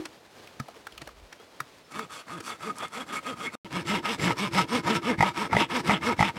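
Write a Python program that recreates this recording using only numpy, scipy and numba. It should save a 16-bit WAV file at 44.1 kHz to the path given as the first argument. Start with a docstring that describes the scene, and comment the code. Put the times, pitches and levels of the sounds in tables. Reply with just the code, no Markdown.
"""A low hollow ring dies away as sticks and stones touch on rustling litter; gusts and far chirps pass: decaying
modes and noise. A hand saw then starts on a branch, catching with woody taps: teeth drum at a rate set by blade
speed, torn chips excite wood and blade resonances, teeth squeak and fibres snap.
After a near-silent gap it cuts a log, which knocks against a rock: struck modes, cracks and low thuds."""
import sys
import numpy as np
from scipy import signal
from scipy.fft import rfft, irfft
from scipy.io import wavfile
from scipy.ndimage import uniform_filter1d
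from numba import njit

SR = 44100
rng = np.random.default_rng(int(sys.argv[2]) if len(sys.argv) > 2 else 0)


def volts_from_db(level):
    """Convert decibel levels to linear amplitude ratios."""
    exponent = np.asarray(level, float) / 20
    return 10 ** exponent


def bounce(signal):
    """Save signal as a 16-bit WAV file at the path given by the first command-line argument."""
    frames = np.transpose(np.atleast_2d(signal))
    limited = np.clip(frames, -1, 1)
    pcm = np.round(limited * 32767).astype(np.int16)
    wavfile.write(sys.argv[1], SR, pcm)


N = 281358
TIME = np.arange(N) / SR  # seconds

# Saw strokes, pull and push alternating in each part; each ends where the next starts.
# Each row: start in seconds, nominal top tooth rate in Hz, drumming and tearing base levels in dB.
STROKES = [(1.883, 230.9, -46, -37.5), (2.076, 271, -54, -41.5), (2.246, 173.6, -45.5, -39),
           (2.417, 231, -47.5, -38.5), (2.577, 219, -41.5, -36.5), (2.738, 204.9, -43, -36.5),
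           (2.895, 259.2, -46.5, -35.5), (3.056, 212.7, -42.5, -34), (3.211, 268.3, -41.5, -34.5),
           (3.352, 231.5, -40, -34.5), (3.511, 262, -40.5, -38), (3.59, 211.6, -45, -48.5),
           (3.691, 191.2, -35, -34), (3.838, 209.8, -29.5, -28.5), (4.015, 233.4, -37, -31),
           (4.174, 185.9, -27, -27.5), (4.348, 207.6, -33, -32), (4.502, 197.4, -28.5, -27.5),
           (4.66, 253, -31.5, -31), (4.823, 214.9, -28.5, -27.5), (5.006, 251, -29.5, -29.5),
           (5.166, 196.6, -32, -29.5), (5.33, 216.8, -36.5, -31), (5.486, 218.7, -30, -27.5),
           (5.676, 254.3, -33.5, -29.5), (5.829, 206, -28, -26.5), (5.998, 242.1, -31, -29),
           (6.156, 201.2, -32, -30), (6.324, 205, -36.5, -35)]
LAST_STROKE_S = 0.23
# The near-silence between branch and log: start and end in seconds.
GAP_S = (3.554, 3.647)

# Resonances of saw and branch. Each row: frequency in Hz, width in Hz, mean level in dB over the broad colour.
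BRANCH_MODES = [(1250, 40, 5), (2150, 45, 4), (2556, 110, 2), (3370, 150, 3), (4400, 160, 1.5),
                (7540, 300, -1)]
# Resonances of saw and log. Each row: the same three columns, then the rise on the push in %.
LOG_MODES = [(340, 23.2, 4, 0.5), (937, 40, 6.5, 5), (1285, 59, 6.5, -3), (1753, 55.6, 3, 0.5),
             (2138, 85, 9.5, 1.5), (2650, 34, -8, 1), (5170, 180, 1, 1), (7850, 400, 3, 2.5)]
# Broad colour of saw in branch and saw in log. Each row: frequency in Hz, relative spectrum level in dB per Hz.
BRANCH_COLOUR = [(60, -25.5), (206, -9), (869, -14), (1230, -6.5), (1910, -11), (2150, -10.5),
                 (15500, -24.5)]
LOG_COLOUR = [(40, -14.5), (190, -4.5), (700, -5), (1900, -3.5), (3600, -8), (4300, -16.5), (8000, -30),
              (15500, -30)]

# Tables by case hold four values, in the order branch pull, branch push, log pull, log push.
# Bands of the rasp, each leaning to the end of a stroke if positive, to its start if negative,
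# as another part of the blade bites.
# Each row: low edge in Hz, high edge in Hz, steepness as an exponent of pressure, four leans in dB by case.
RASP_BANDS = [(60.7, 446, 0.6, 6.5, 1, -1.5, 4), (480, 1390, 1.77, -5.5, 6.3, -3, 0.77),
              (1750, 2450, 1.7, -11, 27, -26, 0.91), (2605, 3770, 3.05, -5, 14, 7, 0.1),
              (4180, 11200, 1.82, -9, 4.7, -9, 0.075)]
# Where blade speed and pressure peak, by case, as a share of the stroke.
TOP_SPEED_AT = (0.62, .58, 0.53, .56)
FULL_PRESSURE_AT = (0.58, 0.45, 0.55, 0.51)
# Added to the drumming level, by case, in dB.
TOOTH_CLARITY_DB = (3.5, -8.5, 3, 4)
# Second partial of the drumming over the first, by case, in dB.
SECOND_PARTIAL_DB = (-0.5, 6, -7, -3.5)
# Blade hiss over the tearing level as a cut begins, by case, in dB.
BLADE_HISS_DB = (-7.5, -3, -4, -3)
# Drift of that hiss as the blade sinks into the cut, by case, in dB per second.
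KERF_DRIFT_DB_PER_S = (0.98, -2.32, -0.75, -1.34)
# After each turn the teeth hold, then break free.
STICK_S, STICK_DB = 0.018, -0.5
# Teeth binding in the branch. Each row: start in seconds, length in seconds, first and last pitch in Hz,
# level in dB before flutter.
SQUEAKS = [(3.145, 0.06, 2170, 2257, -39.5), (3.445, 0.0488, 2150, 2200, -34)]

# Log against rock. Each row: time in seconds, peak of the wood ring in dB, thud in dB over that peak.
KNOCKS = [(4.243, -24, -30), (4.306, -17.5, -30), (5.188, -24.5, 1.5), (5.207, -7.5, -8.5),
          (5.226, -6.5, -17), (5.53, -10.5, -11), (5.55, -14.5, -5), (5.567, -8.5, -9), (5.584, -15.5, -30),
          (5.895, -10, -11), (5.902, -11, -25), (5.908, -12.5, -24), (6.192, -12.5, -11), (6.208, -8, -6),
          (6.227, -7, -12)]
# Modes of the knocked log. Each row: mean frequency in Hz, mean relative level in dB, 60 dB decay in seconds.
KNOCK_MODES = [(762.8, -6.5, 0.03), (892.5, 5, 0.023), (1244, 3.5, 0.012), (2072.6, 7.5, 0.013)]

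# A low throbbing ring at the start. Each row: frequency in Hz, level in dB, 60 dB decay in seconds.
HOLLOW_RING = [(319, -32.5, 0.2), (366, -32.5, 0.18)]
# Short woody taps: sticks and stones touching, then, from 1.957 s, the saw catching on the branch.
# Each row: time in seconds, peak in dB, ring in Hz, base level of crack and crush in dB.
TAPS = [(0.054, -33, 300, -34.5), (0.472, -38, 2420, -58), (0.598, -24.5, 231, -39), (0.683, -31, 660, -61),
        (0.764, -38.5, 433, -55), (0.868, -27, 1320, -48), (0.921, -39, 3200, -57), (0.977, -31, 2700, -66),
        (1.016, -38, 305, -37.5), (1.073, -33, 623, -46.5), (1.088, -37, 1180, -59),
        (1.326, -48, 2240, -40.5), (1.398, -39.5, 413, -72), (1.602, -18.5, 1180, -40.5),
        (1.957, -32, 1200, -54), (1.991, -20, 1260, -48), (2.404, -31.5, 331, -38.5),
        (2.477, -26, 1250, -50)]
# Heavier touches shaking the ground. Each row: time in seconds, level in dB.
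THUDS = [(0.598, -31.5), (1.016, -43.5), (1.604, -42)]
# Thin fibres parting in the branch. Each row: time in seconds, gain in dB of the filtered noise.
SNAPS = [(2.403, -40), (2.765, -40), (2.784, -29), (2.882, -41)]

# Litter rustling, interpolated in time. Each row: time in seconds, level in dB.
RUSTLE = [(0, -50), (.25, -55.5), (.43, -50), (.55, -52.5), (1.32, -54.5), (1.78, -53.5), (1.87, -55)]
# Broad colour of the litter. Each row: frequency in Hz, relative spectrum level in dB per Hz.
LITTER_COLOUR = [(35, -23.5), (60, -7.5), (403, -1), (585, -1.5), (1630, -8.5), (4320, -13), (15500, -31)]
# Wind on the microphone. Each row: start in seconds, length in seconds, level at the crest in dB.
GUSTS = [(.86, 0.28, -58), (1.09, 0.22, -53)]
# A far bird. Each row: start in seconds, length in seconds, first and last pitch in Hz, level in dB before flutter.
CHIRPS = [(1.35, 0.12, 3050, 3520, -62.5), (1.835, .045, 5350, 5200, -64)]


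def saw():
    """Forced excitation: blade speed sets the tooth rate, and pressure drives the rasp of each stroke."""
    start, tooth_hz, tooth_db, wood_db = np.transpose(STROKES)
    length = np.diff(np.append(start, start[-1] + LAST_STROKE_S))
    stroke = np.clip(np.searchsorted(start, TIME) - 1, 0, None)
    done = np.clip((TIME - start[stroke]) / length[stroke], 0, 1)
    in_log = TIME > GAP_S[0]
    case = 2 * in_log + (stroke + in_log) % 2
    speed = arch(done, np.take(TOP_SPEED_AT, case))
    # the hand leans in quickly and holds, so pressure is flat-topped
    pressure = np.tanh(1.202 * arch(done, np.take(FULL_PRESSURE_AT, case))) / np.tanh(1.3)
    # spacing of the teeth varies a little
    tooth_rate = tooth_hz[stroke] * speed ** 0.7 * (1 + 0.03024 * walk(90))
    phase = 2 * np.pi * np.cumsum(tooth_rate) / SR
    tooth_db, wood_db = tooth_db[stroke], wood_db[stroke]
    out = tooth_drum(phase, speed, done, case, tooth_db) + glides(SQUEAKS, rough_db=6)

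    stuck_db = STICK_DB * np.clip((STICK_S - done * length[stroke]) / 0.004, 0, 1)
    cutting_s = start[stroke] - np.where(in_log, GAP_S[1], start[0])
    hiss_db = wood_db + np.take(BLADE_HISS_DB, case) + np.take(KERF_DRIFT_DB_PER_S, case) * cutting_s
    band_levels = (tooth_db - 4, wood_db, wood_db - 10.5, hiss_db, hiss_db - 3.0)
    return out + rasp(phase, pressure, done, case, band_levels, stuck_db, start[0])


def arch(done, peak):
    """A half sine, warped so that its crest lies at the given share of the stroke."""
    return np.sin(np.pi * done ** (np.log(0.5) / np.log(np.clip(peak, 0.2, 0.8))))


def tooth_drum(phase, speed, done, case, tooth_db):
    """Periodic impact: teeth catching one after another give a harmonic tone that follows blade speed."""
    second = volts_from_db(np.take(SECOND_PARTIAL_DB, case))
    drum = np.sin(phase) + second * np.sin(2 * phase + 1) + volts_from_db(-14) * np.sin(3 * phase)
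    lean_db = np.take(RASP_BANDS[0][3:], case) * (done - 0.5)
    swell_db = tooth_db + np.take(TOOTH_CLARITY_DB, case) + lean_db
    return drum * speed ** 2.16 * volts_from_db(swell_db + 1.0 * walk(40))


def rasp(phase, pressure, done, case, band_levels, stuck_db, begin_s):
    """Random excitation of resonators: torn chips, bunched at tooth rate, ring wood and blade band by band."""
    out = np.zeros(N)
    # chips tear off mostly as a tooth bites, in uneven bunches
    bunches = (1 + 0.3 * np.cos(phase)) * volts_from_db(1.9 * walk(80))
    coarse = grains(spread_db=3.5)
    cut = int(GAP_S[0] * SR)
    parts = ((slice(cut), BRANCH_COLOUR, BRANCH_MODES), (slice(cut, N), LOG_COLOUR, LOG_MODES))
    for (lo, hi, steepness, *lean_db), db in zip(RASP_BANDS, band_levels):
        # coarse fibres sound in every band at once, fine dust in each band alone
        chips = bunches * (coarse + grains(spread_db=2.5))
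        flicker_db = 1.5 * walk(45) + 1.6 * walk(14)
        drive_db = db + np.take(lean_db, case) * (done - 0.5) + flicker_db + stuck_db
        drive = chips * (0.019 + pressure ** steepness) * volts_from_db(drive_db) * (TIME > begin_s)
        for part, spectrum, modes in parts:
            # the drive swells ahead of the filter, so the modes ring on into the turn of the stroke
            rings = body(modes, case[part] % 2, part, lo, hi)
            steady = band(rings(colour(chips[part], spectrum)), lo, hi)
            driven = band(rings(colour(drive[part], spectrum)), lo, hi)
            out[part] += driven / np.std(steady)
    return out


def body(modes, push, part, lo_hz, hi_hz):
    """Modal resonance: modes near a band wander in pitch and strength as the blade travels and grips."""
    near = []
    for hz, width_hz, db, *rise in modes:
        if lo_hz / 2 < hz < hi_hz * 2:
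            moving_hz = hz * (1 + push * sum(rise) / 100 + 0.024 * walk(12)[part])
            gain = volts_from_db(db + 2.9 * walk(22)[part])
            near.append((moving_hz, 1. * width_hz, gain))
    return lambda x: x + sum(gain * resonate(x + 1e-18, hz, width_hz) for hz, width_hz, gain in near)


@njit
def resonate(x, hz, width_hz):
    """A second-order state-variable resonator: band-pass with a moving centre, unit gain there."""
    y, band_state, low_state = np.empty(len(x)), 0., 0.
    for i in range(len(x)):
        g, damping = np.tan(np.pi * hz[i] / SR), width_hz / hz[i]
        v = (band_state + g * (x[i] - low_state)) / (1 + g * (g + damping))
        band_state, low_state = 2 * v - band_state, low_state + 2 * g * v
        y[i] = damping * v
    return y


def knocks():
    """Impact of solids: the log chatters on rock for some ms, ringing its modes with a crack and a low thud."""
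    out = np.zeros(N)
    for s, peak_db, thud_db in KNOCKS:
        # no two blows land alike
        chance = rng.standard_normal((len(KNOCK_MODES), 2))
        chatter = rng.standard_normal(340) * signal.windows.tukey(340, 0.12) * np.exp(-TIME[:340] / 0.011)
        chatter[8] -= 12.0  # the first blow is the hardest
        modes = sum(volts_from_db(db + 2.4 * a) * ring(hz * (1 + 0.014 * b), t60)
                    for (hz, db, t60), (a, b) in zip(KNOCK_MODES, chance))
        wood = np.convolve(band(chatter, 575, 2150), modes)
        crack = band(chatter, 1200, 6700)
        add(out, s, wood * volts_from_db(peak_db) / np.abs(wood).max())
        add(out, s, crack * volts_from_db(peak_db - 13.5) / np.abs(crack).max())
        add(out, s - 0.006, thud(153, 0.0083) * volts_from_db(peak_db + thud_db))
    return out


def taps():
    """Contact excitation: brief noise rings woody modes, with a crack and a crush; thuds and snaps join."""
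    out, t = np.zeros(N), TIME[:1200]
    add(out, 0, sum(volts_from_db(db) * ring(hz, t60) for hz, db, t60 in HOLLOW_RING))
    for s, peak_db, hz, crack_db in TAPS:
        noise = rng.standard_normal((3, 1200))
        contact = noise[:2] * t ** 2 * np.exp(-t / 0.0014)
        # a ring of some cycles over a fixed woody ring
        modes = ring(hz, 12 / hz) + volts_from_db(-20.5) * ring(1263, 0.034)
        wood = np.convolve(np.diff(contact[0]), modes)
        crack = band(contact[1], 310.3, 5700)
        crush = band(noise[2] * np.hanning(1200), 420, 2350)
        add(out, s - 0.0005, wood * volts_from_db(peak_db) / np.abs(wood).max())
        add(out, s - 0.0005, level(crack, crack_db - 10.0))
        add(out, s - 0.01, level(crush, crack_db - 11))
    for s, db in THUDS:
        add(out, s, thud(140, 0.026) * volts_from_db(db))
    for s, db in SNAPS:
        burst = rng.standard_normal(1200) * np.exp(-t / 0.0025)
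        add(out, s, band(burst, 4500, 10000) * volts_from_db(db))
    return out


def ground():
    """Background noise: litter rustles in patches, gusts buffet the microphone, a bird chirps far off."""
    s, rustle_db = np.transpose(RUSTLE)
    litter = colour(grains(spread_db=2.5) * volts_from_db(1.3 * walk(40)), LITTER_COLOUR)
    out = level(litter, 0) * volts_from_db(np.interp(TIME, s, rustle_db))
    wind = level(band(rng.standard_normal(N), 31, 68), 0)
    for s, length, db in GUSTS:
        out = out + wind * volts_from_db(db) * np.sin(np.pi * np.clip((TIME - s) / length, 0, 1))
    return out + glides(CHIRPS, rough_db=2.5)


def glides(rows, rough_db):
    """Frequency modulation: short tones slide in pitch and flutter in level."""
    out = np.zeros(N)
    for s, length, from_hz, to_hz, db in rows:
        n = int(length * SR)
        phase = 2 * np.pi * np.cumsum(np.linspace(from_hz, to_hz, n)) / SR
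        add(out, s, signal.windows.tukey(n, 0.6) * volts_from_db(db) * np.sin(phase))
    return out * volts_from_db(rough_db * walk(320))


def ring(hz, t60):
    """Free damped vibration: an exponentially decaying mode, 0.15 s long."""
    t = TIME[:int(0.15 * SR)]
    return np.sin(2 * np.pi * hz * t) * np.exp(-np.log(1000) * t / t60)


def thud(hz, length):
    """Heavily damped vibration: a few low cycles that swell and die."""
    t = TIME[:int(4 * length * SR)]
    return np.sin(2 * np.pi * hz * t) * (4 * t / length) * np.exp(1 - 4 * t / length)


def grains(spread_db):
    """Impulsive noise: samples differ widely in size, as of fibres and crumbs snapping; unit rms."""
    size_db = spread_db * np.minimum(rng.exponential(size=N), 6.5)
    return level(rng.standard_normal(N) * volts_from_db(size_db), 0)


def walk(rate):
    """Slow random modulation: values held 1 / rate seconds and slewed, with a spread near 1."""
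    hold = int(SR / rate)
    steps = np.repeat(rng.standard_normal(N // hold + 1), hold)
    return uniform_filter1d(steps, hold)[:N] * 1.133


def colour(x, spectrum):
    """Minimum-phase filtering: folding the cepstrum makes a broad spectral slope causal."""
    hz = np.arange(1, 4098) * SR / 8194
    at, db = np.transpose(spectrum)
    cepstrum = irfft(np.log(volts_from_db(np.interp(np.log(hz), np.log(at), db))))
    cepstrum[1:4096] *= 2
    cepstrum[4097:] = 0
    response = irfft(np.exp(rfft(cepstrum)))[:4096]
    return signal.fftconvolve(x, response)[:len(x)]


def band(x, lo_hz, hi_hz):
    """Band limitation by a Butterworth band-pass."""
    return signal.sosfilt(signal.butter(2, [lo_hz, hi_hz], "band", fs=SR, output="sos"), x)


def level(x, db):
    """Normalisation of the rms level."""
    return x * volts_from_db(db) / np.sqrt(np.mean(x ** 2))


def add(out, s, x):
    """Superposition: mixes x in at time s, in seconds."""
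    i = int(s * SR)
    out[i:i + len(x)] += x[:N - i]


def scene():
    """Superposition of all sources, with short diffuse echoes off ground and rocks."""
    dry = saw() + knocks() + taps()
    echo = rng.standard_normal(4000) * np.exp(-np.log(1000) * TIME[:4000] / 0.084)
    return (dry + volts_from_db(-35) * signal.fftconvolve(dry, echo)[:N] + ground())[None]


def band_limit(x):
    """A steep low-pass at the top of the band."""
    return signal.sosfilt(signal.butter(12, 16390, fs=SR, output="sos"), x)


def record(dry):
    """High-pass response: the microphone drops the deepest bass; the gap leaves a faint, fast-fading remnant."""
    heard = signal.sosfilt(signal.butter(4, 42, "high", fs=SR, output="sos"), dry)
    after = np.clip(TIME - GAP_S[0], 0, None)
    in_gap = (after > 0) & (TIME < GAP_S[1])
    gate = np.where(in_gap, volts_from_db(-28 - 900 * after), 1)  # fades by 900 dB per second
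    return band_limit(heard * gate)


dry = scene()
out = record(dry)
bounce(out)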